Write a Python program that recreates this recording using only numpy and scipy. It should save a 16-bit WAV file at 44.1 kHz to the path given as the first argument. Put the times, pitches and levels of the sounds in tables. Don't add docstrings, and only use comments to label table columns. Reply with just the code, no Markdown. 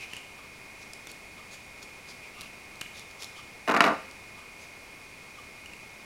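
import sys
import numpy as np
from scipy import signal
from scipy.fft import rfft, irfft, next_fast_len
from scipy.io import wavfile
from scipy.ndimage import uniform_filter1d

SR = 44100
rng = np.random.default_rng(int(sys.argv[2]) if len(sys.argv) > 2 else 0)


def master(y):
    cut = np.clip(np.atleast_2d(y).T, -1, 1)
    pcm = np.round(cut * 32767)
    wavfile.write(sys.argv[1], SR, pcm.astype(np.int16))


N = 266805
T = np.arange(int(.7 * SR)) / SR


def undb(db):
    return 10 ** (np.asarray(db) / 20)


def level(x, db):
    return x * undb(db) / np.sqrt(np.mean(x ** 2))


def burst(x, db):
    return x * undb(db) / np.sqrt(np.sum(x ** 2) / (SR / 100))


def add(out, s, x):
    i = max(int(s * SR), 0)
    out[i:i + len(x)] += x[:N - i]


def colour(x, points):
    hz, db = np.transpose(points)
    size = next_fast_len(len(x))
    f = np.maximum(np.fft.rfftfreq(size, 1 / SR), 1)
    gain = undb(np.interp(np.log(f), np.log(hz), db))
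    cepstrum = irfft(np.log(gain), size)
    cepstrum[1:size // 2] *= 2
    cepstrum[size // 2:] = 0
    return irfft(rfft(x, size) * np.exp(rfft(cepstrum)), size)[:len(x)]


def resonate(x, hz, width):
    return signal.lfilter(*signal.iirpeak(hz, hz / width, fs=SR), x)


def lowpass(x, hz):
    return signal.sosfilt(signal.butter(2, min(hz, SR / 2 - 1), fs=SR, output="sos"), x)


def highpass(x, hz):
    return signal.sosfilt(signal.butter(5, hz, "high", fs=SR, output="sos"), x + 1e-18)


def fade(t60):
    return np.exp(-np.log(1000) * np.minimum(T / t60, 10))


def swell(length):
    return np.sin(np.pi * np.minimum(T / length, 1)) ** 2


def noise(points, envelope):
    return colour(rng.standard_normal(len(T)) * envelope, points)


def ring(modes):
    return np.array([undb(db) * np.sin(2 * np.pi * hz * T) * fade(t60) for hz, db, t60 in modes])


def wander(rate_hz):
    hold = int(SR / rate_hz)
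    steps = np.repeat(rng.standard_normal(N // hold + 1), hold)
    return level(uniform_filter1d(uniform_filter1d(steps, hold), hold)[:N], 0)


def room(x, wet_db, low_t60=0.47, high_t60=0.61, split_hz=2500, build_s=0.004):
    reflections = rng.standard_normal(len(T))
    low = lowpass(reflections, split_hz) * fade(low_t60)
    high = highpass(reflections, split_hz) * fade(high_t60)
    tail = (low + high) * (1 - np.exp(-(T / build_s) ** 2))
    return x + undb(wet_db) * signal.fftconvolve(x, tail / np.sqrt(np.sum(tail ** 2)))[:N]


def hiss(db=-50.5):
    # f/Hz, relative level/dB
    spectrum = [(20, -1), (50, 2), (100, 2), (160, 0.5), (200, 2), (300, -0.5), (700, -1.5), (1100, -2),
                (1550, -6), (2300, -5), (3200, -9.5), (5500, -11.5), (8200, -15.5), (9800, -15),
                (12000, -21), (16000, -26)]
    return level(colour(rng.standard_normal(N), spectrum), db)


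def whine(drift=0.00031, flutter_db=0.2):
    # f/Hz, rms level/dB, sideband spacing/Hz
    main_tones = [(2181, -57.3, 30.6), (2467.3, -57.8, 29.2)]
    sidebands = [-9.5, -2.8, 0, -11]
    # f/Hz, rms level/dB
    hum = [(399, -71)]
    # f/Hz, rms level/dB
    partials = [(4495, -77), (4597, -74), (4646, -74), (4990, -78), (5545, -76), (5572, -76), (5932, -78),
                (6691, -80), (7564, -81), (10191, -83)]
    # f/Hz, nominal bandwidth/Hz, rms level/dB
    air_bands = [(2215, 300, -56.6), (2482, 150, -58.8)]
    motor_time = np.cumsum(1 + drift * wander(rate_hz=1.995)) / SR
    clusters = [(hz + k * spacing, db + side_db)
                for hz, db, spacing in main_tones for k, side_db in enumerate(sidebands, -2)]
    tones = sum(level(np.sin(2 * np.pi * (hz * motor_time + rng.random())), db)
                for hz, db in hum + clusters + partials)
    air = np.zeros(N)
    for hz, width, db in air_bands:
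        broad = resonate(rng.standard_normal(N), hz, 2 * width)
        air += level(resonate(broad, hz, 2 * width), db)
    return tones * undb(flutter_db * wander(rate_hz=4.08)) + air


def clock(first_s=.39, period_s=1, db=-50.5, step_s=0.061, rebound_s=0.047, rebound_db=-5):
    # f/Hz, bandwidth/Hz, relative level/dB
    case_modes = [(1182, 76, 5), (2960, 470, -7.5)]
    out = np.zeros(N)
    for s in np.arange(first_s, N / SR, period_s):
        for delay, drop_db in ((0, 0), (rebound_s, rebound_db)):
            gears = rng.standard_normal(len(T))
            case = sum(undb(gain_db) * resonate(gears, hz, width) for hz, width, gain_db in case_modes)
            add(out, s + delay - step_s / 2, level(case, db + drop_db) * swell(step_s))
    return out


def ring_and_rustle(hz, crossover_hz=3230, steepness=10, least_share=0.11):
    share = np.clip(1 / (1 + (hz / crossover_hz) ** steepness), least_share, 1)
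    return np.sqrt(share), np.sqrt(1 - share)


def rubs(grain_db=3.5, loss_factor=0.058):
    # middle t/s, duration/s, level/dB, resonance f/Hz
    slides = [(0.025, .12, -42, 2485), (.148, 0.16, -49.5, 3000), (.824, 0.055, -52, 5500),
              (1.101, .048, -49.5, 4500), (1.537, 0.082, -47, 6400), (1.832, .045, -49.5, 6640),
              (2.1, .087, -48, 4730), (2.247, .11, -51, 2450), (2.42, .22, -51.5, 2740),
              (2.98, .13, -49.5, 3600), (3.226, 0.099, -45, 5170), (3.382, .08, -50.5, 3080),
              (4.63, .13, -54, 6100)]
    # f/Hz, relative level/dB
    friction_spectrum = [(150, -4), (1200, 2), (2600, 1.5), (4500, 6), (6800, 2), (8400, -9), (10000, -4),
                         (12500, -16), (16000, -21)]
    out = np.zeros(N)
    for s, length, db, hz in slides:
        sizes = undb(grain_db * np.minimum(rng.exponential(size=len(T)), 4))
        catches = rng.standard_normal(len(T)) * sizes
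        ringing, rustling = ring_and_rustle(hz)
        rustle = rustling * level(colour(catches, friction_spectrum), db)
        body = ringing * level(resonate(catches, hz, hz * loss_factor), db)
        slide = (rustle + body) * swell(length)
        start = s - length / 2
        add(out, start, slide[max(int(-start * SR), 0):])
    return out


def clicks(slip_s=.0016, ring_cycles=45):
    # t/s, level/dB, ring f/Hz
    snaps = [(0.1338, -37.5, 2780), (0.166, -39.5, 2900), (0.9337, -44.5, 10200), (1.0705, -42.5, 3500),
             (1.1153, -47, 4550), (1.8274, -50, 6600), (2.4092, -42, 4600), (2.416, -46, 4900),
             (2.7563, -53.5, 6000), (2.8116, -38.5, 7400), (2.8146, -35, 2780), (2.861, -45, 2400),
             (2.9945, -47, 3600), (3.1105, -54, 5300), (3.2222, -42.5, 3800), (3.232, -45, 5000),
             (3.2438, -42.5, 7000), (4.1113, -50.5, 5800), (5.6588, -44, 2880), (5.7337, -45, 2730)]
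    # f/Hz, relative level/dB
    part_spectrum = [(150, 4), (1200, -1.5), (2600, 2), (4500, 7), (7000, 3.5), (8400, 1), (9800, 0.5),
                     (12500, -4.5), (16000, -16)]
    out = np.zeros(N)
    for s, db, ring_hz in snaps:
        snap = noise(part_spectrum, T / slip_s * np.exp(-2 * T / slip_s))
        mode = np.sin(2 * np.pi * ring_hz * T) * fade(ring_cycles / ring_hz)
        part = signal.fftconvolve(snap, mode)[:len(T)]
        ringing, snapping = ring_and_rustle(ring_hz)
        add(out, s, snapping * burst(snap, db) + ringing * burst(part, db))
    return out


def blows(firm_db=-31, firm_hz=1850, octaves_per_db=0.05, firm_hop_s=.0062, hop_doubling_db=13):
    # t/s, bench thump level/dB, tool clack level/dB
    landings = [(3.6768, -22, -32), (3.6925, -18.5, -31), (3.7122, -26, -30.5), (3.7405, -18, -32),
                (3.7649, -20, -26.5), (3.8058, -16, -14), (3.8402, -18, -22), (3.8610, -20, -32),
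                (3.8755, -20.5, -35), (3.9000, -24.5, -46)]
    tick_gain_db, rebound_thump_gain_db, rebound_clack_gain_db = -9.5, -9.5, -20
    rebound_tick_limit_db = -37.5
    for s, thump_db, clack_db in landings:
        hardness_db = clack_db - firm_db
        contact_hz = firm_hz * 2 ** (octaves_per_db * hardness_db)
        hop_s = firm_hop_s * 2 ** (hardness_db / hop_doubling_db)
        yield s, thump_db, contact_hz, clack_db, clack_db + tick_gain_db
        yield (s + hop_s, thump_db + rebound_thump_gain_db, firm_hz,
               clack_db + rebound_clack_gain_db, rebound_tick_limit_db + min(hardness_db, 0))


def clatter(modes_db=-2.7, dense_db=-3.2, boom_db=-15, spread_s=0.00029):
    # f/Hz, relative level/dB, T60/s
    bench_modes = [(198, -10, 0.21), (211.3, -5.5, 0.31), (266, -2.5, 0.12), (302.8, -2, 0.29),
                   (394, -0.5, 0.081), (432, -2, 0.082), (528.6, -3, 0.37), (639.6, 3, 0.14),
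                   (687, 4.5, 0.28), (812, -6.5, .2), (903, -0.5, 0.21), (1045, 3, 0.12), (1022, 2, 0.2),
                   (1146, 1, 0.25), (1209, 3.5, 0.22), (1280, -9, 0.21), (1376, -4, 0.3), (1390, -12, .16),
                   (1401, 1, 0.21), (1465, 5, 0.14), (1504, 3.5, 0.14), (1660, -9, 0.17), (1780, -6, 0.14),
                   (1970, 1, 0.063), (2490, 3, 0.099), (2800, -9, 0.047), (4100, -7, 0.16)]
    # f/Hz, relative level/dB
    dense_spectrum = [(100, -5), (200, -5), (480, 0.5), (900, 2.5), (1500, -1), (2300, -1), (2900, -21),
                      (3400, -8.5), (5500, -11), (15000, -23)]
    # f/Hz, relative level/dB, T60/s
    tool_modes = [(980, 1, 0.0073), (1333, -2.5, 0.038), (1774, 7.5, 0.0078), (2710, 8, 0.0061),
                  (2937, -3, 0.026), (3880, -14, 0.041), (5230, -19, .025)]
    # f/Hz, relative level/dB
    tick_spectrum = [(500, 0), (2500, 3), (5200, -0.5), (7500, -8), (11000, -14.5), (16000, -23)]
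    out = np.zeros(N)
    tool_signs = -(-1) ** np.arange(len(tool_modes))
    clack = lowpass(tool_signs @ ring(tool_modes), hz=4800)
    bench_rings = ring(bench_modes)
    spread = 1 - np.exp(-T / spread_s)
    for s, thump_db, contact_hz, clack_db, tick_db in blows():
        modes = rng.choice([-1, 1], len(bench_modes)) @ bench_rings
        dense = noise(dense_spectrum, spread * fade(t60=0.22))
        bench = burst(modes, modes_db) + burst(dense, dense_db)
        add(out, s, burst(lowpass(bench, contact_hz), thump_db))
        add(out, s, burst(lowpass(bench, hz=290), thump_db + boom_db))
        add(out, s, burst(clack, clack_db))
        tick = noise(tick_spectrum, spread * fade(t60=0.018))
        add(out, s, burst(tick, tick_db))
    return highpass(out, hz=184)


def scene():
    handling = room(clicks() + rubs(), wet_db=-7.0)
    tool = room(clatter(), wet_db=-12.0)
    return (tool + handling + clock() + whine() + hiss())[None]


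def record(dry, ceiling=.8, top_hz=15900):
    rounded = dry / (1 + (dry / ceiling) ** 4) ** .25
    return signal.sosfilt(signal.ellip(10, .2, 80, top_hz, fs=SR, output="sos"), rounded)


dry = scene()
out = record(dry)
master(out)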